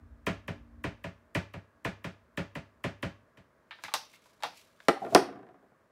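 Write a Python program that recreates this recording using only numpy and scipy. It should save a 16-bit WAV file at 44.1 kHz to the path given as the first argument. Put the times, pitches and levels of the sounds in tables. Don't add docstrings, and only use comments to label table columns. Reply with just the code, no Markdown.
import sys
import numpy as np
from scipy import signal
from scipy.fft import rfft, irfft, next_fast_len
from scipy.io import wavfile
from scipy.ndimage import uniform_filter1d

SR = 44100
rng = np.random.default_rng(int(sys.argv[2]) if len(sys.argv) > 2 else 0)


def output_pcm(signal):
    pcm = np.clip(np.atleast_2d(signal).T, -1, 1) * 32767
    wavfile.write(sys.argv[1], SR, np.round(pcm).astype(np.int16))


def attenuation_scalar(level_db):
    decades = np.asarray(level_db, float) / 20
    return 10 ** decades


N = 260631
SIZE = 2 ** 14
LONG = next_fast_len(N)

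# frequency_hz, level_db (per Hz)
TAP_COLOUR = [(48, -20), (100, 3), (168, 3.5), (210, 0), (296, -1), (450, -11), (572, -5.5), (910, -13),
              (1700, -11.5), (2300, -13.5), (3100, -19.5), (4300, -28), (6000, -33.5), (15500, -47)]
# frequency_hz, level_db, t60_s
TAP_MODES = [(100.05, 0.5, 0.63), (236.3, 6, 0.16), (293.96, 2.5, 0.15), (574.85, 10, 0.1062),
             (71.2, -2, 0.36), (1159.4, 4.5, 0.0624), (2366.5, 2, 0.09)]
# frequency_hz, t60_s
TAP_DECAY = [(60, 0.1383), (150, 0.032), (500, 0.267), (2000, 0.1957), (6000, 0.3), (14000, 0.03)]


def taps():
    # start_s, level_db, tilt_db (per octave)
    pad_hits = [(0.266, -22.5, 0.6), (0.48, -28, 0.06), (0.84, -26.5, 0.13), (1.041, -32, 0.45),
                (1.3496, -22.5, 1.02), (1.538, -35, -0.53), (1.848, -26, 0.5), (2.043, -31, 0.7),
                (2.374, -26, 0.51), (2.553, -32.5, 0.5853), (2.84, -25.5, 0.53), (3.027, -26.5, 0.5),
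                (3.372, -51, 1.14)]
    damping = 0.8264
    out = np.zeros(N)
    same = rng.standard_normal(SIZE)
    for start_s, level_db, tilt_db in pad_hits:
        noise = same + 0.834 * rng.standard_normal(SIZE)
        hit = blow(noise, TAP_COLOUR, TAP_MODES, TAP_DECAY, tilt_db, damping,
                   direct_db=-11, direct_tilt_db=-3.5, modes_db=-6, lag=0.33)
        add(out, start_s, level_db, hit)
        touch = np.diff(rng.standard_normal(180)) * np.linspace(0, 1, num=179)
        add(out, start_s - 0.003, level_db - 26.5, touch)
    return out * attenuation_scalar(-3.0)


def thuds():
    # start_s, level_db
    nudged = [
        (3.838, -49),
        (3.938, -50),
        (4.44, -49.5),
    ]
    out = np.zeros(N)
    for start_s, level_db in nudged:
        hit = blow(rng.standard_normal(SIZE), TAP_COLOUR, TAP_MODES, TAP_DECAY, 2.48, 0.93,
                   direct_db=-14, direct_tilt_db=-0.88, modes_db=-37, lag=0.11)
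        add(out, start_s, level_db, hit)
    return out * attenuation_scalar(-3.0)


def clacks():
    # start_s, level_db, decay_factor, lowest_ring_hz, top_db
    hard = [
        (3.838, -25.5, 0.96, 1641, 10),
        (3.939, -13, 1.182, 868.8, 5.5),
        (4.425, -30.5, 0.97, 992, -8),
        (4.435, -16.5, 1.054, 807.6, -7.5),
        (4.803, -38.5, .25, 1500, -11.5),
    ]
    # start_s, level_db, decay_factor, lowest_ring_hz, top_db
    soft = [(3.709, -31, 1.95, 1776, -20.5), (3.787, -43, 1.64, 1553, -36), (3.848, -30, 1.23, 2088, -40.5),
            (3.882, -30, 0.87, 1200, -11.5), (3.918, -36.5, 2.3, 1113, -4.5), (3.946, -22.5, 1.35, 767, -4),
            (4.136, -45, 2.88, 2130, -14), (4.257, -50, 2.1, 974, 14), (4.404, -48, 1.8, 935, 7),
            (4.443, -24.5, 2.1, 731, -3), (4.588, -61.5, 1.1, 2720, -11.5)]
    # tilt_db (per octave), slope_db (per octave squared)
    hard_tilt = (0.19, -5)
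    soft_tilt = (-0.97, 0.49)
    # frequency_hz, level_db (per Hz)
    case_colour = [(150, -50), (250, 7), (360, -5), (421, -17.5), (475, 2.5), (857, 2), (984, 1),
                   (1840, -7.5), (2340, -8), (3040, -13), (3680, -8.5), (5120, -15.5), (6640, -22),
                   (12400, -30.5), (15800, -42)]
    # multiple, level_db, t60_s
    case_modes = [(1.01, 5.5, 0.061), (1.4, -11.5, 0.03), (2.3, -22, .02)]
    # frequency_hz, level_db, t60_s
    wall_rings = [(2740, -14.5, 0.052), (3634, -30, 0.043), (4156, -19, .05), (4833, -19, 0.045)]
    # frequency_hz, t60_s
    case_decay = [(300, 0.13), (1000, 0.041), (4000, 0.11), (5800, 0.27), (7000, .07), (14000, 0.087)]
    out = np.zeros(N)
    for contacts, direct_db, (base_db, slope_db) in ((hard, -8, hard_tilt), (soft, -25, soft_tilt)):
        for start_s, level_db, factor, ring_hz, top_db in contacts:
            tilt_db = base_db + slope_db * np.log2(ring_hz / 1000)
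            modes = [(multiple * ring_hz, db, t60) for multiple, db, t60 in case_modes] + wall_rings
            hit = blow(rng.standard_normal(SIZE), case_colour, modes, case_decay, tilt_db, factor,
                       direct_db, direct_tilt_db=2.6, modes_db=-0.041, lag=0.031,
                       low_hz=0.838 * ring_hz, top_db=top_db)
            add(out, start_s, level_db, hit)
    return out * attenuation_scalar(-11)


def knocks():
    # start_s, level_db, tilt_db (per octave), decay_factor, direct_db
    blows = [
        (4.884, -8, 2.1643, 0.53, -6.5),
        (4.895, -14.5, -5, 0.27, -46.5),
        (5.149, -4, 3, 0.37, -7.5),
        (5.159, -7.5, -3, .5, -28.5),
        (5.176, -17, -0.5, .6, -39.5),
    ]
    # start_s, level_db
    rattle = [(5.05, -30), (5.066, -32.5), (5.218, -28), (5.249, -34.5), (5.287, -34), (5.327, -40),
              (5.359, -40), (5.392, -46), (5.43, -44.5), (5.467, -49), (5.489, -47), (5.543, -51),
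              (5.627, -54), (5.719, -57)]
    # frequency_hz, level_db (per Hz)
    plate_colour = [(35, -55), (60, -35), (200, -17), (388, -1.5), (550, -10), (711, -2), (856, -14),
                    (1330, -14), (1570, -16.5), (1890, -20), (3810, -30.5), (5530, -30), (6670, -38),
                    (15800, -55.5)]
    # frequency_hz, level_db, t60_s
    edge_modes = [(285, -6, .08), (395, -5.5, 0.073), (677.7, 0.5, 0.067), (760, -4.5, 0.061),
                  (1340.6, -7, 0.088), (1810, -6, 0.03), (2540, -12, .02)]
    # frequency_hz, level_db, t60_s
    plate_modes = [(279.6, 1, .09), (403.4, 3, 0.033), (499, -3.5, 0.19), (677, -1.5, .06),
                   (725, 0.74, 0.15), (790, -5, 0.049), (982, -9, .06), (1383, -7, .07), (1780, -10.5, .05)]
    # frequency_hz, t60_s
    plate_decay = [(100, 0.17), (300, 0.19), (700, 0.1), (2000, 0.11), (5000, 0.077), (12000, 0.079)]
    chatter = [(start_s, level_db, -2.61, 0.99, -34) for start_s, level_db in rattle]
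    groups = ((blows[:2], edge_modes, -7), (blows[2:], plate_modes, -9), (chatter, plate_modes, -22))
    out = np.zeros(N)
    for contacts, modes, top_db in groups:
        for start_s, level_db, tilt_db, factor, direct_db in contacts:
            hit = blow(rng.standard_normal(SIZE), plate_colour, modes, plate_decay, tilt_db, factor,
                       direct_db - 6, direct_tilt_db=-1.1, modes_db=0.6, lag=0.1326,
                       low_hz=220, top_db=top_db)
            add(out, start_s, level_db, hit)
    return out * attenuation_scalar(-6.0)


def cracks():
    # start_s, level_db, decay_factor
    contacts = [
        (4.8843, -18, 1.4),
        (5.1486, -2, 1.1),
    ]
    # frequency_hz, level_db, t60_s
    crack_rings = [(4030, -4.5, .002), (5340, 1.71, .0022), (8380, -7.5, 0.0017), (9600, -3, .0016),
                   (13400, -11, 0.0011)]
    out = np.zeros(N)
    t = np.arange(300) / SR
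    for start_s, level_db, factor in contacts:
        rings = np.zeros(len(t))
        for k, (hz, db, t60) in enumerate(crack_rings):
            sign = (-1) ** k
            rings += sign * attenuation_scalar(db - 60 * t / (t60 * factor)) * np.sin(2 * np.pi * hz * t)
        add(out, start_s + 0.002, level_db, rings * (1 - np.exp(-t / 0.000091)))
    return out


def finger_slide():
    # peak_s, level_db, swell_s (per 20 dB), fade_s (per 20 dB)
    strokes = [(3.845, -55.5, 0.03, 0.0478), (4.0, -60, 0.2287, 0.15), (4.14, -58.5, 0.05, 0.0473),
               (4.262, -69, -0.13, 0.26), (4.47, -62.5, 0.0548, 0.1), (4.585, -56, 0.0776, 0.1045),
               (4.87, -69, -0.3, 0.05), (5.05, -63.5, 0.17, 0.046), (5.146, -48.5, 0.0574, 0.0723)]
    # frequency_hz, level_db (per Hz)
    rustle_colour = [(1290, -34), (2200, -4.5), (2790, -7), (3220, -7.5), (7400, -12.5), (8030, -15),
                     (11200, -16.5), (15800, -23)]
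    grain = attenuation_scalar(2.8 * evened(uniform_filter1d(rng.standard_normal(N), size=300)))
    return evened(grain * coloured(rustle_colour)) * swells(strokes) * attenuation_scalar(-1.0)


def hinge_creak():
    # time_s, level_db
    creak = [(4.93, -73), (5.046, -42), (5.078, -49), (5.128, -40), (5.274, -43), (5.542, -61),
             (5.766, -75.5), (5.9, -105)]
    # frequency_hz, width_hz, level_db
    creak_peaks = [(131, 40, -5.5), (207.7, 60, -4.5), (267, 60, 1), (403, 59, -3.5), (744.5, 41, -8.5),
                   (1100, 200, -9), (1500, 500, -13)]
    # start_s, level_db, pitch_hz, length_s
    slips = [(4.96, -36.5, 710, 0.0262), (5.018, -31.5, 718.6, 0.0215), (5.037, -33, 707.8, 0.0179),
             (5.071, -46, 723.7, 0.049), (5.123, -29, 730, 0.022)]
    uneven = attenuation_scalar(2.5 * evened(uniform_filter1d(rng.standard_normal(N), size=900)))
    rubbing = sum(attenuation_scalar(db) * fuzzy(hz, width_hz) for hz, width_hz, db in creak_peaks)
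    out = evened(uneven * rubbing) * curve(creak) * attenuation_scalar(-2.5)
    for start_s, level_db, pitch_hz, length_s in slips:
        count = len(np.arange(0, length_s, 1 / SR))
        waver = 1 + 0.12 * evened(uniform_filter1d(rng.standard_normal(4000), size=120))[:count]
        tone = np.sin(2 * np.pi * np.cumsum(pitch_hz * waver) / SR)
        add(out, start_s, level_db, tone * signal.windows.tukey(count, 0.6))
    return out


def room(x):
    # frequency_hz, t60_s
    room_decay = [(100, 0.24), (400, 0.23), (1000, 0.27), (3000, 0.32), (8000, .23), (15000, 0.22)]
    tail = dying(rng.standard_normal(SIZE), room_decay, 1, 0)
    tail *= 1 - np.exp(-np.arange(SIZE) / SR / 0.004)
    tail = signal.lfilter(*signal.butter(1, 220, "high", fs=SR), tail)
    return attenuation_scalar(-8.5) * signal.fftconvolve(x, tail)[:N]


def table():
    # peak_s, rumble_db (from the arm), ringing_db (from the taps), swell_s (per 20 dB),
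    # fade_s (per 20 dB)
    jolts = [(0.0, -50.5, -63.5, .1, -0.5326), (.5, -62.5, -50.5, 0.0338, 0.1372),
             (.61, -44, -61.5, 0.0155, -0.0043), (.83, -52, -58, .5, 0.2659), (3.2, -71.5, -72.5, 10, 0.21)]
    ring_hz = (234, 289)
    t = np.arange(N) / SR
    rings = sum(np.sin(2 * np.pi * hz * t) * attenuation_scalar(db) for hz, db in zip(ring_hz, (1.5, -4)))
    rumble = fuzzy(60, 50)
    return rumble * swells(jolts) + rings * swells(jolts, column=2)


def air():
    # frequency_hz, level_db (per Hz)
    air_colour = [(24, -30), (40, -13.5), (79, -10), (234, -8.5), (313, -9), (346, -10), (512, -9.5),
                  (565, -9), (654, -6.5), (704, -18), (1120, -10.5), (1360, -15), (1620, -14.5),
                  (2990, -32), (14000, -42.5)]
    # frequency_hz, level_db
    hum = [(662, -83), (1653, -87)]
    lines = sum(attenuation_scalar(db) * fuzzy(hz, 25) for hz, db in hum)
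    return attenuation_scalar(-67.5) * coloured(air_colour) + lines


def blow(noise, colour, modes, t60s, tilt_db, factor, direct_db, direct_tilt_db, modes_db, lag,
         low_hz=20, top_db=0):
    hz = np.fft.rfftfreq(SIZE, 1 / SR)
    t = np.arange(SIZE // 2) / SR
    octaves = np.log2((hz + 50) / 1000)
    shape_db = read(colour, hz) + tilt_db * octaves
    shape_db += top_db / (1 + (4800 / (hz + 1)) ** 6)
    shape_db -= 10 * np.log10(1 + (low_hz / (hz + 1)) ** 6)
    shape = causal(shape_db)
    travel = np.exp(-2j * np.pi * np.cumsum(lateness(hz, lag)) * hz[1])
    early = np.exp(-2j * np.pi * np.cumsum(lateness(hz, 0.3977 * lag)) * hz[1])
    direct = attenuation_scalar(direct_db + direct_tilt_db * octaves) * travel
    dense = shape * (direct + early * rfft(dying(noise, t60s, factor, 0.5 * lag)))
    ringing = sum(attenuation_scalar(db - 60 * t / (t60 * factor)) * np.sin(2 * np.pi * f * t) for f, db, t60 in modes)
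    strong = rfft(ringing, SIZE)
    strong = early * strong / np.linalg.norm(strong) / (1 - 1j * low_hz / (hz + 1)) ** 2
    both = dense / np.linalg.norm(dense) + attenuation_scalar(modes_db) * strong
    sound = np.roll(irfft(both, SIZE), round(0.002 * SR))
    sound *= signal.windows.tukey(2 * SIZE)[SIZE:]
    return sound / np.sqrt(uniform_filter1d(sound[:4000] ** 2, size=200).max())


def lateness(hz, lag):
    return lag * np.maximum(1 / np.sqrt(hz + 30) - 1 / np.sqrt(5000), 0)


def dying(noise, t60s, factor, lag):
    hz, t, z = signal.stft(noise, SR, nperseg=128)
    fall = attenuation_scalar(-60 * t / (factor * read(t60s, hz)[:, None] + 0.001))
    fall *= 1 - np.exp(-(t + 0.0026) / (lateness(hz, lag)[:, None] + 0.00017))
    fall /= np.linalg.norm(fall, axis=1, keepdims=True)
    out = signal.istft(z * fall, SR, nperseg=128)[1][:len(noise)]
    return out / np.linalg.norm(out)


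def causal(db):
    cepstrum = irfft(np.maximum(db, -120) * np.log(10) / 20, SIZE)
    cepstrum[1:SIZE // 2] *= 2
    cepstrum[SIZE // 2 + 1:] = 0
    return np.exp(rfft(cepstrum))


def coloured(points):
    gain = attenuation_scalar(read(points, np.fft.rfftfreq(LONG, 1 / SR)))
    return evened(irfft(rfft(rng.standard_normal(LONG)) * gain, LONG)[:N])


def fuzzy(hz, width):
    f = np.fft.rfftfreq(LONG, 1 / SR)
    peak = 1 + (2 * (f - hz) / width) ** 2
    return evened(irfft(rfft(rng.standard_normal(LONG)) / peak, LONG)[:N])


def swells(rows, column=1):
    t = np.arange(N) / SR
    gain = np.zeros(N)
    for row in rows:
        peak_s, swell_s, fade_s = row[0], abs(row[-2]), abs(row[-1])
        gain += attenuation_scalar(row[column] - 20 * np.maximum((peak_s - t) / swell_s, (t - peak_s) / fade_s))
    return gain


def curve(rows, column=1):
    rows = np.array(rows)
    return attenuation_scalar(np.interp(np.arange(N) / SR, rows[:, 0], rows[:, column], -160, -160))


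def read(points, hz):
    f, value = np.transpose(points)
    return np.interp(np.log(hz + 1), np.log(f + 1), value)


def evened(x):
    return x / np.sqrt(np.mean(x ** 2) + 1e-20)


def add(mix, start_s, level_db, sound):
    part = mix[round((start_s - 0.002) * SR):][:len(sound)]
    part += attenuation_scalar(level_db) * sound[:len(part)]


def scene():
    near = taps() + thuds() + clacks() + knocks() + cracks() + finger_slide() + hinge_creak()
    return (near + room(near) + table() + air())[None]


def roll_off(x):
    return signal.sosfilt(signal.butter(12, 16970, fs=SR, output="sos"), x)


def record(dry):
    band = signal.sosfilt(signal.butter(6, 50, "high", fs=SR, output="sos"), dry)
    band = signal.oaconvolve(band, signal.firwin(255, 15800, fs=SR)[None], "same")
    return roll_off(band)


dry = scene()
out = record(dry)
output_pcm(out)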